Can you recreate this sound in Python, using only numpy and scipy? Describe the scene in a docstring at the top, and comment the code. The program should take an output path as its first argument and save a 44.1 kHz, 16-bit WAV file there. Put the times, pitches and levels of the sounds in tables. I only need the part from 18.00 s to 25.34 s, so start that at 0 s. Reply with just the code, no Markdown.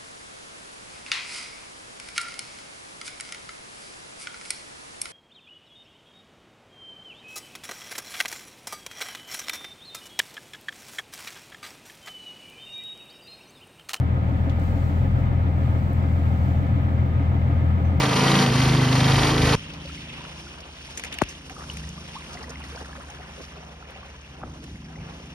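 """A small four-stroke petrol pump in a drained swimming pool: exhaust chug, casing clatter, valve knocks.
Abrupt cut to behind the house: the pump is a distant throb over a low hum, and water runs from its
hose over concrete as ringing bubbles, drops and splats. Fingers scuff, bump and tap the hand-held
two-port microphone; light wind rumbles on it."""
import sys
import numpy as np
from scipy import signal
from scipy.fft import rfft, irfft
from scipy.io import wavfile
from scipy.ndimage import uniform_filter1d

SR = 44100
rng = np.random.default_rng(int(sys.argv[2]) if len(sys.argv) > 2 else 0)


def generate_wav(sig):
    """Save sig (samples, or channels by samples) to the path in sys.argv[1] as 16-bit PCM at SR."""
    pcm = np.round(np.clip(np.atleast_2d(sig).T, -1, 1) * 32767).astype(np.int16)
    wavfile.write(sys.argv[1], SR, pcm)


N = 323682
T, HZ = np.arange(N) / SR, np.fft.rfftfreq(N, 1 / SR)
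CUT_S = 1.5545  # pool to yard

# Engine speed, pool (time [s], firing rate [Hz])
NEAR_SPEED = [(0, 27.1), (.11, 25.9), (.2, 27.2), (.42, 27.8), (.52, 25.5), (.72, 26.1), (.88, 25.4),
              (1.3, 27.2), (1.55, 26.1)]
# Pump levels, pool (time [s], exhaust [dB], shroud [dB], clatter [dB])
NEAR_LEVELS = [(0, -22, -24.5, -25), (.09, -23, -28.5, -28.5), (.17, -21.5, -25.5, -25),
               (.41, -19, -25.5, -23), (.5, -20.5, -29.5, -29), (.6, -18, -29, -26), (.8, -18.5, -30, -29),
               (1.13, -18, -27, -25), (1.27, -21, -25, -24.5), (1.36, -21.5, -28.5, -28.5),
               (1.45, -18, -29, -25), (1.55, -20, -24.5, -25)]
# Exhaust harmonics in the pool (multiple [-], level at places 0, 1, 2, 3 [dB])
EXHAUST_HARMONICS = [(2, -16, -20, -20, -7.5), (3, -17, -19, -18, -11.5), (4, -8, -17, -12.5, -8),
                     (5, 0.5, 1, -1, -0.5), (6, -10, -7.5, -6.5, -7.5), (7, -9, -3, -17, -13),
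                     (8, -12, -24, -17.5, -20.5), (9, -14, -1, -15, -9), (10, -15, -15, -9.5, -18.5),
                     (11, -5.5, -17, -23, -9.5), (12, -17, -8.5, -23.5, -19), (13, -31, -26, -21, -24),
                     (14, -24, -16, -22, -16.5), (15, -31, -13.5, -31, -17), (16, -29, -19.5, -24, -15),
                     (17, -18, -16, -29, -34), (18, -20, -18, -31, -16), (20, -39, -14, -36, -23)]
# Microphone position in the pool (time [s], place [0-3])
MIC_PLACE = [(.08, 0), (.2, 1), (.45, 1), (.58, 2), (1.06, 2), (1.2, 3)]
# Casing spectrum (frequency [Hz], level [dB])
CASING_SPECTRUM = [(400, 0), (600, -1.5), (760, -6.5), (1050, -2), (1600, -8.5), (1950, -13), (2300, -9.5),
                   (3300, -12.5), (4600, -10.5), (6000, -13), (8000, -20), (10500, -22.5), (13000, -34.5),
                   (15800, -40.7)]
# Tank, shroud and body resonances (frequency [Hz], width [Hz], boost [dB])
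CASING_MODES = [(434, 28, 3), (495, 7.3, -0.5), (771, 33, 10.5), (980, 23, 2), (1047, 44, 2.5),
                (1190, 31, 2), (1510, 25, 5.5), (1960, 88, 7.5), (3157, 49, 8), (4240, 44, 7),
                (4612, 46, 7), (5050, 450, 1)]
# Valve and piston knocks (cycle phase [0-1], centre [Hz], width [oct], decay [s], re clatter [dB])
VALVE_KNOCKS = [(.08, 1950, .7, .005, -1), (.43, 3300, .7, .0065, 2), (.62, 1050, .9, .005, -4)]
# Engine speed, yard (time [s], firing rate [Hz])
FAR_RATE = [(1.6, 25.9), (3, 26.6), (5, 25.95), (7.34, 26.7)]
# Exhaust harmonics, yard (multiple [-], level [dB])
FAR_HARMONICS = [(1, -28), (2, 0), (3, -0.5), (4, -8.5), (5, -2.5), (6, 1.5), (7, -4.5), (8, -8), (9, -4.5),
                 (10, -7.5), (11, -13), (12, -11.5), (13, -13), (14, -13.5)]
# Pump behind walls (time [s], level [dB])
FAR_LEVEL = [(1.6, -45), (1.95, -41.5), (2.75, -51), (3.5, -44.5), (3.82, -43.5), (4.1, -47), (4.7, -46.5),
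             (5.6, -51.5), (6.25, -53.5), (6.65, -43), (7.34, -45)]
# Low swelling rumble, yard (time [s], level [dB])
RUMBLE_LEVEL = [(1.6, -44.5), (2.5, -64), (3.4, -62), (3.8, -51), (4.1, -54), (4.6, -64), (5.6, -65),
                (6.3, -55.5), (6.72, -49), (7.34, -61)]
# Running water (time [s], splash [dB], spray [dB])
WATER_LEVELS = [(1.6, -44.5, -51), (2.6, -45.5, -51.5), (2.86, -45, -50), (2.95, -48, -53),
                (3.12, -46.5, -50.5), (3.45, -48.5, -53), (3.6, -49, -52.5), (3.85, -47.5, -49),
                (4.2, -47.5, -50), (4.46, -44.5, -49.5), (4.56, -46, -50.5), (4.74, -45.8, -52),
                (5.35, -49.3, -55), (5.65, -53, -59), (7.34, -52, -57)]
# Water beside the wall (frequency [Hz], level [dB])
WALL_SPECTRUM = [(250, -5), (450, -5), (700, -6), (1000, -5.5), (1400, -9.5), (2000, -10.5), (2900, -6),
                 (4000, -14), (5500, -7), (7000, -13), (9000, -16.5), (11000, -25), (13000, -36),
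                 (15800, -39)]
# Water at the hose mouth (frequency [Hz], level [dB])
MOUTH_SPECTRUM = [(250, 3.5), (450, -2.5), (700, 0), (1000, 1), (1500, -3.5), (2000, -10.5), (2800, -10),
                  (4000, -19.5), (5500, -16), (7000, -20), (9000, -23), (11000, -31), (13000, -40),
                  (15800, -45.2)]
# Water on the driveway (frequency [Hz], level [dB])
DRIVE_SPECTRUM = [(250, -10), (450, -5.5), (700, -5), (1000, -7), (1400, -11), (2000, -17), (2800, -15.5),
                  (4000, -24), (5700, -16.5), (7000, -22.5), (9000, -29), (11000, -35), (13000, -44),
                  (15800, -55.2)]
# Loud bubbles and drips; the 3.187 s row is the ring of a finger scuff (time [s], level [dB], pitch [Hz])
LOUD_BUBBLES = [(1.851, -33, 542), (1.895, -33.5, 1300), (1.975, -32, 2100), (2.095, -30.5, 2530),
                (2.208, -37, 954), (2.236, -34, 2700), (2.468, -34.5, 1390), (2.888, -38, 890),
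                (3.1869, -23, 2830), (3.497, -34, 2770), (3.504, -33, 746), (3.565, -30.5, 1210),
                (3.617, -32, 1280), (3.699, -20, 2840), (3.838, -33, 1840), (3.979, -33.5, 1150),
                (4.153, -30, 875), (4.163, -25.5, 1044), (4.171, -32.5, 1155), (4.352, -32.5, 700),
                (4.372, -29, 1960), (4.401, -37, 436), (4.421, -43, 740), (4.478, -35, 950),
                (4.494, -38, 450), (4.441, -31, 1880), (4.556, -30.5, 2040), (4.638, -33, 1900),
                (4.722, -37, 456), (4.765, -38, 960), (4.776, -30, 1520), (4.811, -38, 1180),
                (4.817, -37, 843), (4.892, -35, 1310), (4.930, -35, 1630), (4.953, -36, 1240),
                (4.98, -34.5, 544), (5.011, -40, 1670), (5.094, -35, 790), (5.188, -39, 700),
                (5.217, -39, 1860), (5.236, -37, 1460), (5.384, -41, 560), (5.386, -42, 366),
                (5.403, -40, 1060), (5.435, -39, 1190), (5.574, -39, 2490), (5.958, -37, 743),
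                (6.029, -34.5, 1120), (6.901, -39, 746), (6.958, -35, 1980), (6.987, -39, 2220)]
# Outflow gulps (time [s], level [dB], length [s], centre [Hz])
HOSE_GULPS = [(3.588, -44.5, 0.057, 1320), (4.409, -45.5, 0.042, 1100), (4.476, -46.5, 0.045, 594),
              (4.502, -45, 0.019, 1720), (4.6, -44.5, .015, 1200), (4.704, -50, .06, 1700),
              (4.748, -43, 0.031, 930), (4.801, -41, 0.024, 800), (4.878, -49, .03, 910),
              (4.952, -45, 0.016, 1800), (5.191, -43, 0.018, 750), (5.376, -42, .035, 470),
              (5.554, -47, 0.034, 750)]
# Slops on concrete (time [s], level [dB], decay [s], centre [Hz])
WATER_SPLATS = [(1.735, -42.5, 0.011, 4800), (1.857, -36.5, 0.0048, 4100), (2.604, -39, .006, 5200),
                (3.287, -38.5, 0.026, 5900), (3.733, -44, 0.0058, 9000), (3.889, -35, 0.0043, 6470),
                (4.330, -38, 0.0046, 6000), (4.342, -37, 0.0056, 5000), (4.427, -43, 0.021, 4830),
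                (4.494, -38, 0.0057, 6000), (4.503, -34, 0.0043, 5640), (4.639, -42, .006, 4600),
                (4.858, -46, .005, 7000), (5.101, -39, .005, 6260), (5.417, -45.5, 0.019, 5230),
                (5.905, -52, 0.0065, 9000)]
# Finger scuffs (time [s], level [dB], centre [Hz], treble gain [dB], decay [s])
FINGER_SCUFFS = [(2.9742, -26.5, 2300, -15.5, 0.008), (2.996, -28, 2320, -26, 0.004),
                 (3.037, -23, 2210, -30, 0.0034), (3.047, -29, 2170, -25, 0.0072),
                 (3.1255, -28, 2880, -38, 0.0074), (3.141, -30.5, 2230, -24, 0.0058),
                 (3.1867, -19.5, 2250, -40, 0.002), (3.2177, -20, 1680, -30, 0.006),
                 (3.236, -27, 2670, -32, 0.0032), (3.4968, -33.5, 1920, -42, 0.0064),
                 (3.77, -31, 2210, -23, .004), (6.64, -39, 2470, -21, .004)]
# Housing bumps (time [s], level [dB], left over right [dB], start pitch [Hz], thud re knock [dB])
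HOUSING_BUMPS = [(3.2146, -18, 8, 2000, -30), (3.2182, -7.8, 10, 2300, -8), (6.437, -38, 14, 1200, 3)]
# Hollow taps (time [s], level [dB])
SHELL_TAPS = [(3.2196, -25), (6.4298, -33), (6.4348, -25)]
# Shell resonances (frequency [Hz], level [dB], t60 [s])
SHELL_MODES = [(627, -11, 0.03), (790, 11.5, 0.0089), (1280, 5.5, 0.017), (1450, -13, 0.024),
               (2130, -20, 0.018)]
# Neighbourhood hum harmonics (multiple [-], level [dB])
HUM_HARMONICS = [(1, 3.5), (2, -9.5), (3, -9), (4, -8.5)]
# Hum fundamental (time [s], level [dB])
HUM_BASE_LEVEL = [(1.6, -65), (1.92, -40.5), (2.13, -57), (2.35, -49), (3.55, -54.5), (3.8, -38),
                  (4.12, -55.5), (4.6, -42), (5.25, -49), (7.34, -51)]
# Gusts (peak time [s], half-length [s], level [dB])
WIND_GUSTS = [(0.504, 0.049, -31), (1.15, 0.16, -35), (1.5, 0.13, -32), (3.8, 0.27, -46),
              (6.468, 0.091, -39.5), (6.724, 0.062, -39), (7.013, 0.13, -42)]
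# Wind on the microphone (frequency [Hz], level [dB])
WIND_SPECTRUM = [(25, -28), (50, 4), (90, 7), (170, -1.5), (280, -13.5), (500, -12), (1500, -130)]
# Stereo spread, pump (frequency [Hz], coherence [0-1], left lead [rad])
PUMP_STEREO = [(254, 1, 0), (403, 0.97, 0.25), (615, 0.5, -0.4), (1420, 1, 0.61), (1460, 1, -1.5),
               (2210, 1, 0.83), (4230, 0.55, 0.033), (5860, .99, 0.021), (5540, 0.22, 0.6)]
# Stereo spread, water and scuffs (frequency [Hz], coherence [0-1], left lead [rad])
YARD_STEREO = [(270, 0.78, 0.5), (784, 0.53, -1.5), (1640, 1, -1.2), (2470, 0.25, -2.5), (3160, 0.57, -3),
               (4600, 0.12, -2), (4560, 0.068, 1.5), (5190, 1, 1)]
# Stereo spread, common treble (frequency [Hz], coherence [0-1], left lead [rad])
TREBLE_STEREO = [(6910, 0.49, 2.9), (6390, 1, 2.73), (8310, 1, 3.435), (8300, 0.43, 2.1), (9700, 0.5, 5.4),
                 (10800, 1, 5.6), (12000, 0.99, 6.3), (12700, .4, 7.8), (13100, 0.95, 9.4)]


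def near_pump(puff_db=-20, body_db=-5):
    """Exhaust note, a turbulent puff per firing, casing rattle and knocks, all on one shaft."""
    exhaust_db, shroud_db, clatter_db = curves(NEAR_LEVELS)
    hiss_db = -30.5 + 1.1 * (clatter_db - clatter_db.mean())
    turns = np.cumsum(curves(NEAR_SPEED)[0]) / SR - .055 + 0.0027 * wander(18)
    note = exhaust(turns) * amp(exhaust_db + 0.6 * wander(10))
    modes = amp(sum(db / (1 + (2 * (HZ - hz) / width) ** 2) for hz, width, db in CASING_MODES))
    casing = amp(spectrum_db(CASING_SPECTRUM)) * modes
    rattle = clatter(turns, repeat=0.43, uneven_db=1.5)
    shroud = shaped(rattle, casing * lowpass(1230) * highpass(404, order=3)) * amp(shroud_db)
    body = shaped(rattle, casing * highpass(1470) * lowpass(2730)) * amp(body_db)
    body = (body + knocks(turns, modes)) * amp(clatter_db)
    hiss = shaped(rattle, casing * highpass(3020)) * amp(hiss_db)
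    gas = rng.standard_normal(N) * amp(8.4 * np.cos(2 * np.pi * turns))
    puff = shaped(gas, highpass(140, order=3) * lowpass(340, order=3)) * amp(exhaust_db + puff_db)
    return note + puff + floor_echo(shroud + body + hiss)


def exhaust(turns, drift_db=3.0, scatter_rad=.55, sway_rad=.16):
    """Firings boom in the muffler; pool echoes shift each harmonic's level and phase. Rms 1."""
    place = curves(MIC_PLACE)[0]
    note, power = np.zeros(N), 0
    for k, *place_db in EXHAUST_HARMONICS:
        smear = min(abs(k - 5), 4) ** 1.3 / 2 + .2  # 5th harmonic is steadiest
        level_db = np.interp(place, np.arange(len(place_db)), place_db)
        gain = amp(level_db + drift_db * min(smear, 1) * wander(4.5))
        lag_rad = smear * (scatter_rad * wander(1.2) + sway_rad * wander(12))
        note -= gain * np.cos(2 * np.pi * k * turns + lag_rad)
        power += gain ** 2 / 2
    return note / np.sqrt(power)


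def clatter(turns, repeat, uneven_db, steps=1660):
    """Rattle noise; the share `repeat` of its power recurs with every firing."""
    cycle = rng.standard_normal((2, steps))
    locked = cycle[:, (turns % 1 * steps).astype(int) % steps]
    rattle = np.sqrt(repeat) * locked + np.sqrt(1 - repeat) * rng.standard_normal((2, N))
    return stereo_spread(rattle * amp(uneven_db * wander(81)), PUMP_STEREO)


def knocks(turns, modes, attack_s=0.00026):
    """Valve gear and piston strike at set cycle phases, each ringing one band of the casing."""
    out = np.zeros((2, N))
    for phase, hz, width_oct, decay_s, db in VALVE_KNOCKS:
        since_s = (turns - phase) % 1 * T[-1] / turns[-1]
        blow = (1 - np.exp(-since_s / attack_s)) * np.exp(-since_s / decay_s)
        colour = modes * np.exp(-2 * (np.log2((HZ + 1) / hz) / width_oct) ** 2)
        out += shaped(clatter(turns, repeat=.3, uneven_db=.5), colour) * blow / blow.max() * amp(db)
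    return out


def floor_echo(x, delay_s=.0043, sway_s=.00013, gain=.2):
    """Adds the concrete floor's reflection; its delay shifts as the microphone sways."""
    delayed_s = T - delay_s - sway_s * wander(1.8)
    return x + gain * np.array([np.interp(delayed_s, T, channel) for channel in x])


def far_pump(hunt_hz=.3, hunt_period_s=.75, bend_hz=74.4, sway_db=3.5):
    """Low exhaust harmonics get round the house; the governor hunts about the set speed."""
    rate_hz, pump_db = curves(FAR_RATE)[0], curves(FAR_LEVEL)[0]
    turns = np.cumsum(rate_hz + hunt_hz * np.cos(2 * np.pi * (T - 2.6) / hunt_period_s)) / SR
    total_rms = np.sqrt(sum(amp(db) ** 2 / 2 for _, db in FAR_HARMONICS))
    throb = np.zeros(N)
    for k, (_, db) in enumerate(FAR_HARMONICS, 1):
        screened = 1 / (1 + (bend_hz / (k * rate_hz.mean())) ** 4)  # lows bend round walls
        swing_db = pump_db - pump_db.mean() + sway_db * wander(2.36)
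        gain = amp(db + pump_db.mean() + screened * swing_db) / total_rms
        throb += gain * np.cos(2 * np.pi * (k * turns + rng.random()) + 0.25 * wander(12))
    return throb


def water(surge_db=2.12):
    """Hose outflow: surging gurgle, splash and spray bands, plus single water events."""
    stream = flow()
    splash_db, spray_db = curves(WATER_LEVELS)
    gurgle_db = -48 + 0.46 * (splash_db - splash_db.mean())
    bands = highpass(73, order=4) * lowpass(1550), highpass(1797) * lowpass(3680), highpass(3500)
    out = np.zeros((2, N))
    for band, level_db in zip(bands, (gurgle_db, splash_db, spray_db)):
        part = shaped(stream, band)
        running_rms = np.sqrt(uniform_filter1d((part ** 2).mean(0), size=SR // 2))
        out += part / running_rms * amp(level_db + surge_db * wander(2.14))
    return out + loud_bubbles() + gulps() + trickle(splash_db) + splats()


def flow(bubbles_db=-5, mouth_boost_db=2, drops_db=-14, drops_per_s=500):
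    """Bubbles, wash and hard drops on concrete, coloured along the walk: wall, hose mouth, driveway."""
    past_wall, on_drive = np.interp(T, [4.1, 4.45], [0, 1]), np.interp(T, [5.1, 5.6], [0, 1])
    at_mouth = np.clip(past_wall - on_drive, 0, 1)
    drops = rng.standard_normal((2, N)) * (rng.random((2, N)) < drops_per_s / SR)
    wash = rng.standard_normal((2, N)) * amp(1.7 * wander(25))
    bubbles = babble() * amp(bubbles_db + at_mouth * mouth_boost_db)
    stream = stereo_spread(bubbles + wash + amp(drops_db) * unit_rms(drops), YARD_STEREO)
    places = (1 - past_wall, WALL_SPECTRUM), (at_mouth, MOUTH_SPECTRUM), (on_drive, DRIVE_SPECTRUM)
    return sum(share * shaped(stream, amp(spectrum_db(colour))) for share, colour in places)


def babble(density=3500, spread_db=3.5, clump_db=3.0, pitches=44, tries=3000):
    """Many small bubbles, born in clumps of like size, a few much louder. 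Rms 1."""
    out = np.zeros((2, N))
    clumps = [wander(27) for _ in range(pitches)]
    for i, hz in enumerate(np.geomspace(380, 11000, pitches)):
        onsets = rng.integers(0, N, tries)
        strength = np.minimum(rng.exponential(1, tries), 3.8)
        per_s = density * (hz / 2500) ** .35 / pitches
        born = rng.random(tries) < per_s * N / SR / tries
        contrast = min(1, 2500 / hz) ** 0.14  # tiny bubbles merge into fizz
        pop_db = contrast * (spread_db * strength + clump_db * clumps[i // 4][onsets])
        pops = np.bincount(onsets, amp(pop_db) * born, N)
        ring = bubble(hz, cycles=9 * rng.uniform(.6, 1.7), rise=rng.uniform(0, 0.18))
        out[i % 2] += np.sqrt(hz) * unit_rms(signal.oaconvolve(pops, ring)[:N])
    return unit_rms(out)


def bubble(hz, cycles=18.6, rise=0.079):
    """A bubble rings down, its pitch rising as it nears the surface."""
    life_s = cycles / hz
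    age = np.arange(int(2 * life_s * SR) + 8) / (life_s * SR)
    tone = np.sin(2 * np.pi * cycles * (age + rise * age ** 2 / 2))
    return tone * (1 - np.exp(-14 * age)) * np.exp(-3 * age)


def loud_bubbles():
    """Single bubbles that stand out, plus the ring of one finger scuff; small ones die sooner."""
    out = np.zeros(N)
    for s, db, hz in LOUD_BUBBLES:
        add(out, s, amp(db) * bubble(hz))
    return out


def gulps(count=16, spread_oct=0.463):
    """Each gulp of the outflow releases a tight cluster of short-lived bubbles."""
    out = np.zeros((2, N))
    for s, db, length_s, centre_hz in HOSE_GULPS:
        cluster = np.zeros((2, SR // 2))
        for i in range(count):
            hz = centre_hz * 2 ** (spread_oct * rng.standard_normal())
            add(cluster[i % 2], rng.random() * length_s, bubble(hz, cycles=6.6))
        rms = np.sqrt((cluster ** 2).sum() / (2 * length_s * SR))
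        add(out, s, amp(db) * cluster / rms)
    return stereo_spread(out, YARD_STEREO)


def trickle(splash_db, count=220, centre_hz=2725, span_oct=0.87, top_db=8, range_db=22):
    """A thin stream plinks with bubbles of similar size."""
    out = np.zeros(N)
    for when, pitch, faintness in rng.random((count, 3)):
        hz = centre_hz * 2 ** (span_oct * (pitch - .5))
        db = splash_db[int(when * N)] + top_db - range_db * faintness
        add(out, when * T[-1], amp(db) * bubble(hz))
    return out


def splats(attack_s=0.00049, width_oct=0.72):
    """Slops slap the concrete: short, bright bursts of spray."""
    out, t = np.zeros((2, N)), np.arange(4096) / SR
    hz = np.fft.rfftfreq(len(t), 1 / SR)
    for s, db, decay_s, centre_hz in WATER_SPLATS:
        peak = 1 / (1 + (2 * np.log2((hz + 1) / centre_hz) / width_oct) ** 2)
        spray = shaped(rng.standard_normal((2, len(t))), peak / np.hypot(1, (hz / 12000) ** 12))
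        add(out, s, amp(db) * spray * (1 - np.exp(-t / attack_s)) * np.exp(-t / decay_s))
    return stereo_spread(out, YARD_STEREO)


def scuffs(bandwidth=0.3):
    """Fingers scuff the microphone: brief noise with one broad resonance and a bright edge."""
    out, t = np.zeros((2, N)), np.arange(2048) / SR
    hz = np.fft.rfftfreq(len(t), 1 / SR)
    edge = amp(spectrum_db([(1500, -70), (6500, 14), (10000, 3), (15000, -43)], hz))
    for s, db, centre_hz, treble_db, decay_s in FINGER_SCUFFS:
        detune = (hz / centre_hz - centre_hz / (hz + 1)) / bandwidth
        colour = 1 / np.hypot(1, detune) / np.hypot(1, hz / 7000) + amp(treble_db) * edge
        grit = shaped(rng.standard_normal((2, len(t))), colour)
        add(out, s, amp(db) * grit * np.exp(-t / decay_s))
    return stereo_spread(out, YARD_STEREO)


def bumps(glide_cycles=1.3, attack_s=0.0004, knock_s=0.0032, thud_s=0.0105, hollow_hz=510):
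    """A finger hits the housing near one port: a knock falling about an octave per cycle into a thud."""
    out, t = np.zeros((2, N)), np.arange(SR // 10) / SR
    for s, db, pan_db, hz, thud_db in HOUSING_BUMPS:
        pan = amp([[pan_db / 2], [-pan_db / 2]])
        turns = glide_cycles * np.log1p(hz * t / glide_cycles)
        fade = np.exp(-t / knock_s) * pan + amp(thud_db) * np.exp(-t / thud_s) * np.sqrt(pan)
        add(out, s, -amp(db) * np.sin(2 * np.pi * turns) * (1 - np.exp(-t / attack_s)) * fade)
    return signal.lfilter(*signal.iirnotch(hollow_hz, Q=3.5, fs=SR), out)


def taps(attack_s=0.0013):
    """Taps ring a hollow shell in the hand."""
    out, t = np.zeros(N), np.arange(SR // 10) / SR
    ring = sum(amp(db - 60 * t / t60_s) * np.sin(2 * np.pi * hz * t) for hz, db, t60_s in SHELL_MODES)
    for s, db in SHELL_TAPS:
        add(out, s, amp(db) * ring * (1 - np.exp(-t / attack_s)))
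    return out


def hum(start_hz=72.3, sag_hz_per_s=.48, sway_db=3.5, flutter_rad=0.25):
    """Neighbourhood hum, sagging in pitch; its overtones swell with the distant pump."""
    pump_db, base_db = curves(FAR_LEVEL)[0], curves(HUM_BASE_LEVEL)[0]
    turns = np.cumsum(start_hz - sag_hz_per_s * T) / SR
    out = np.zeros(N)
    for k, (_, db) in enumerate(HUM_HARMONICS, 1):
        overtone_db = -50 + 0.71 * (pump_db - pump_db.mean()) + sway_db * wander(1.35)
        phase = 2 * np.pi * (k * turns + rng.random()) + flutter_rad * k / len(HUM_HARMONICS) * wander(10)
        out += amp(db + (base_db if k == 1 else overtone_db)) * np.sin(phase)
    return out


def rumble():
    """Low swelling rumble in the yard, like gusts or handling noise."""
    band = highpass(65, order=2) * lowpass(190, order=3)
    return shaped(rng.standard_normal(N), band) * amp(curves(RUMBLE_LEVEL)[0])


def wind(in_pool, pool_db=-44, yard_db=-69):
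    """Wind rumbles on the microphone: a light breeze plus smooth gusts."""
    gusts = np.zeros(N)
    for s, half_s, db in WIND_GUSTS:
        arch = np.cos(np.pi / 2 * np.clip((T - s) / half_s, -1, 1)) ** 2
        gusts += amp(db) * arch * (in_pool if s < CUT_S else 1 - in_pool)
    breeze = in_pool * amp(pool_db) + (1 - in_pool) * amp(yard_db)
    return shaped(rng.standard_normal(N), amp(spectrum_db(WIND_SPECTRUM))) * np.hypot(breeze, gusts)


def stereo_spread(x, table):
    """Two unrelated signals to left and right, with coherence and phase set per frequency."""
    a, b = rfft(x)
    hz, coherence, lead_rad = np.transpose(table + TREBLE_STEREO)
    coherence = np.clip(np.interp(HZ, hz, coherence), 0, 1)
    shift = np.exp(.5j * np.interp(HZ, hz, lead_rad))
    shared, apart = a * np.sqrt((1 + coherence) / 2), b * np.sqrt((1 - coherence) / 2)
    return irfft(np.array([(shared + apart) * shift, (shared - apart) / shift]), N)


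def amp(db):
    """dB to gain."""
    return 10 ** (np.asarray(db) / 20)


def unit_rms(x):
    """Scales to rms 1."""
    return x / np.sqrt(np.mean(x ** 2) + 1e-20)


def spectrum_db(points, hz=HZ):
    """Interpolates levels over log frequency."""
    point_hz, db = np.transpose(points)
    return np.interp(np.log(hz + 1), np.log(point_hz + 1), db)


def curves(rows):
    """Each column of a time table, per sample."""
    s, *columns = np.transpose(rows)
    return [np.interp(T, s, column) for column in columns]


def add(mix, s, sound):
    """Mixes a sound in at time s."""
    part = mix[..., max(round(s * SR), 0):][..., :sound.shape[-1]]
    part += sound[..., :part.shape[-1]]


def shaped(x, gain):
    """Filters by a gain per frequency. Rms 1."""
    return unit_rms(irfft(rfft(x) * gain, x.shape[-1]))


def lowpass(hz, order=8):
    """Low-pass gain."""
    return 1 / np.sqrt(1 + (HZ / hz) ** (2 * order))


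def highpass(hz, order=8):
    """Complementary high-pass gain."""
    return np.sqrt(1 - lowpass(hz, order) ** 2)


def wander(rate_hz, points=8192):
    """Random drift up to a rate. Rms about 1."""
    hz = np.fft.rfftfreq(points, T[-1] / points)
    drift = shaped(rng.standard_normal(points), 1 / np.hypot(1, (hz / rate_hz) ** 3))
    return np.interp(T, np.linspace(0, T[-1], points), drift)


def scene():
    """Pool, then yard; handling noise and wind on top."""
    in_pool = np.clip((CUT_S - T) * 1000, 0, 1)  # 1 ms crossfade
    pool = near_pump()
    yard = far_pump() + hum() + rumble() + water()
    return in_pool * pool + (1 - in_pool) * yard + scuffs() + bumps() + taps() + wind(in_pool)


def record(dry):
    """Microphone low cut at 36 Hz, band limit at 15.8 kHz."""
    cut = signal.sosfilt(signal.butter(3, 36, "highpass", fs=SR, output="sos"), dry)
    band_limit = signal.firwin(511, 15800, window=("kaiser", 9), fs=SR)
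    return signal.oaconvolve(cut, band_limit[None], "same")


dry = scene()
out = record(dry)
generate_wav(out)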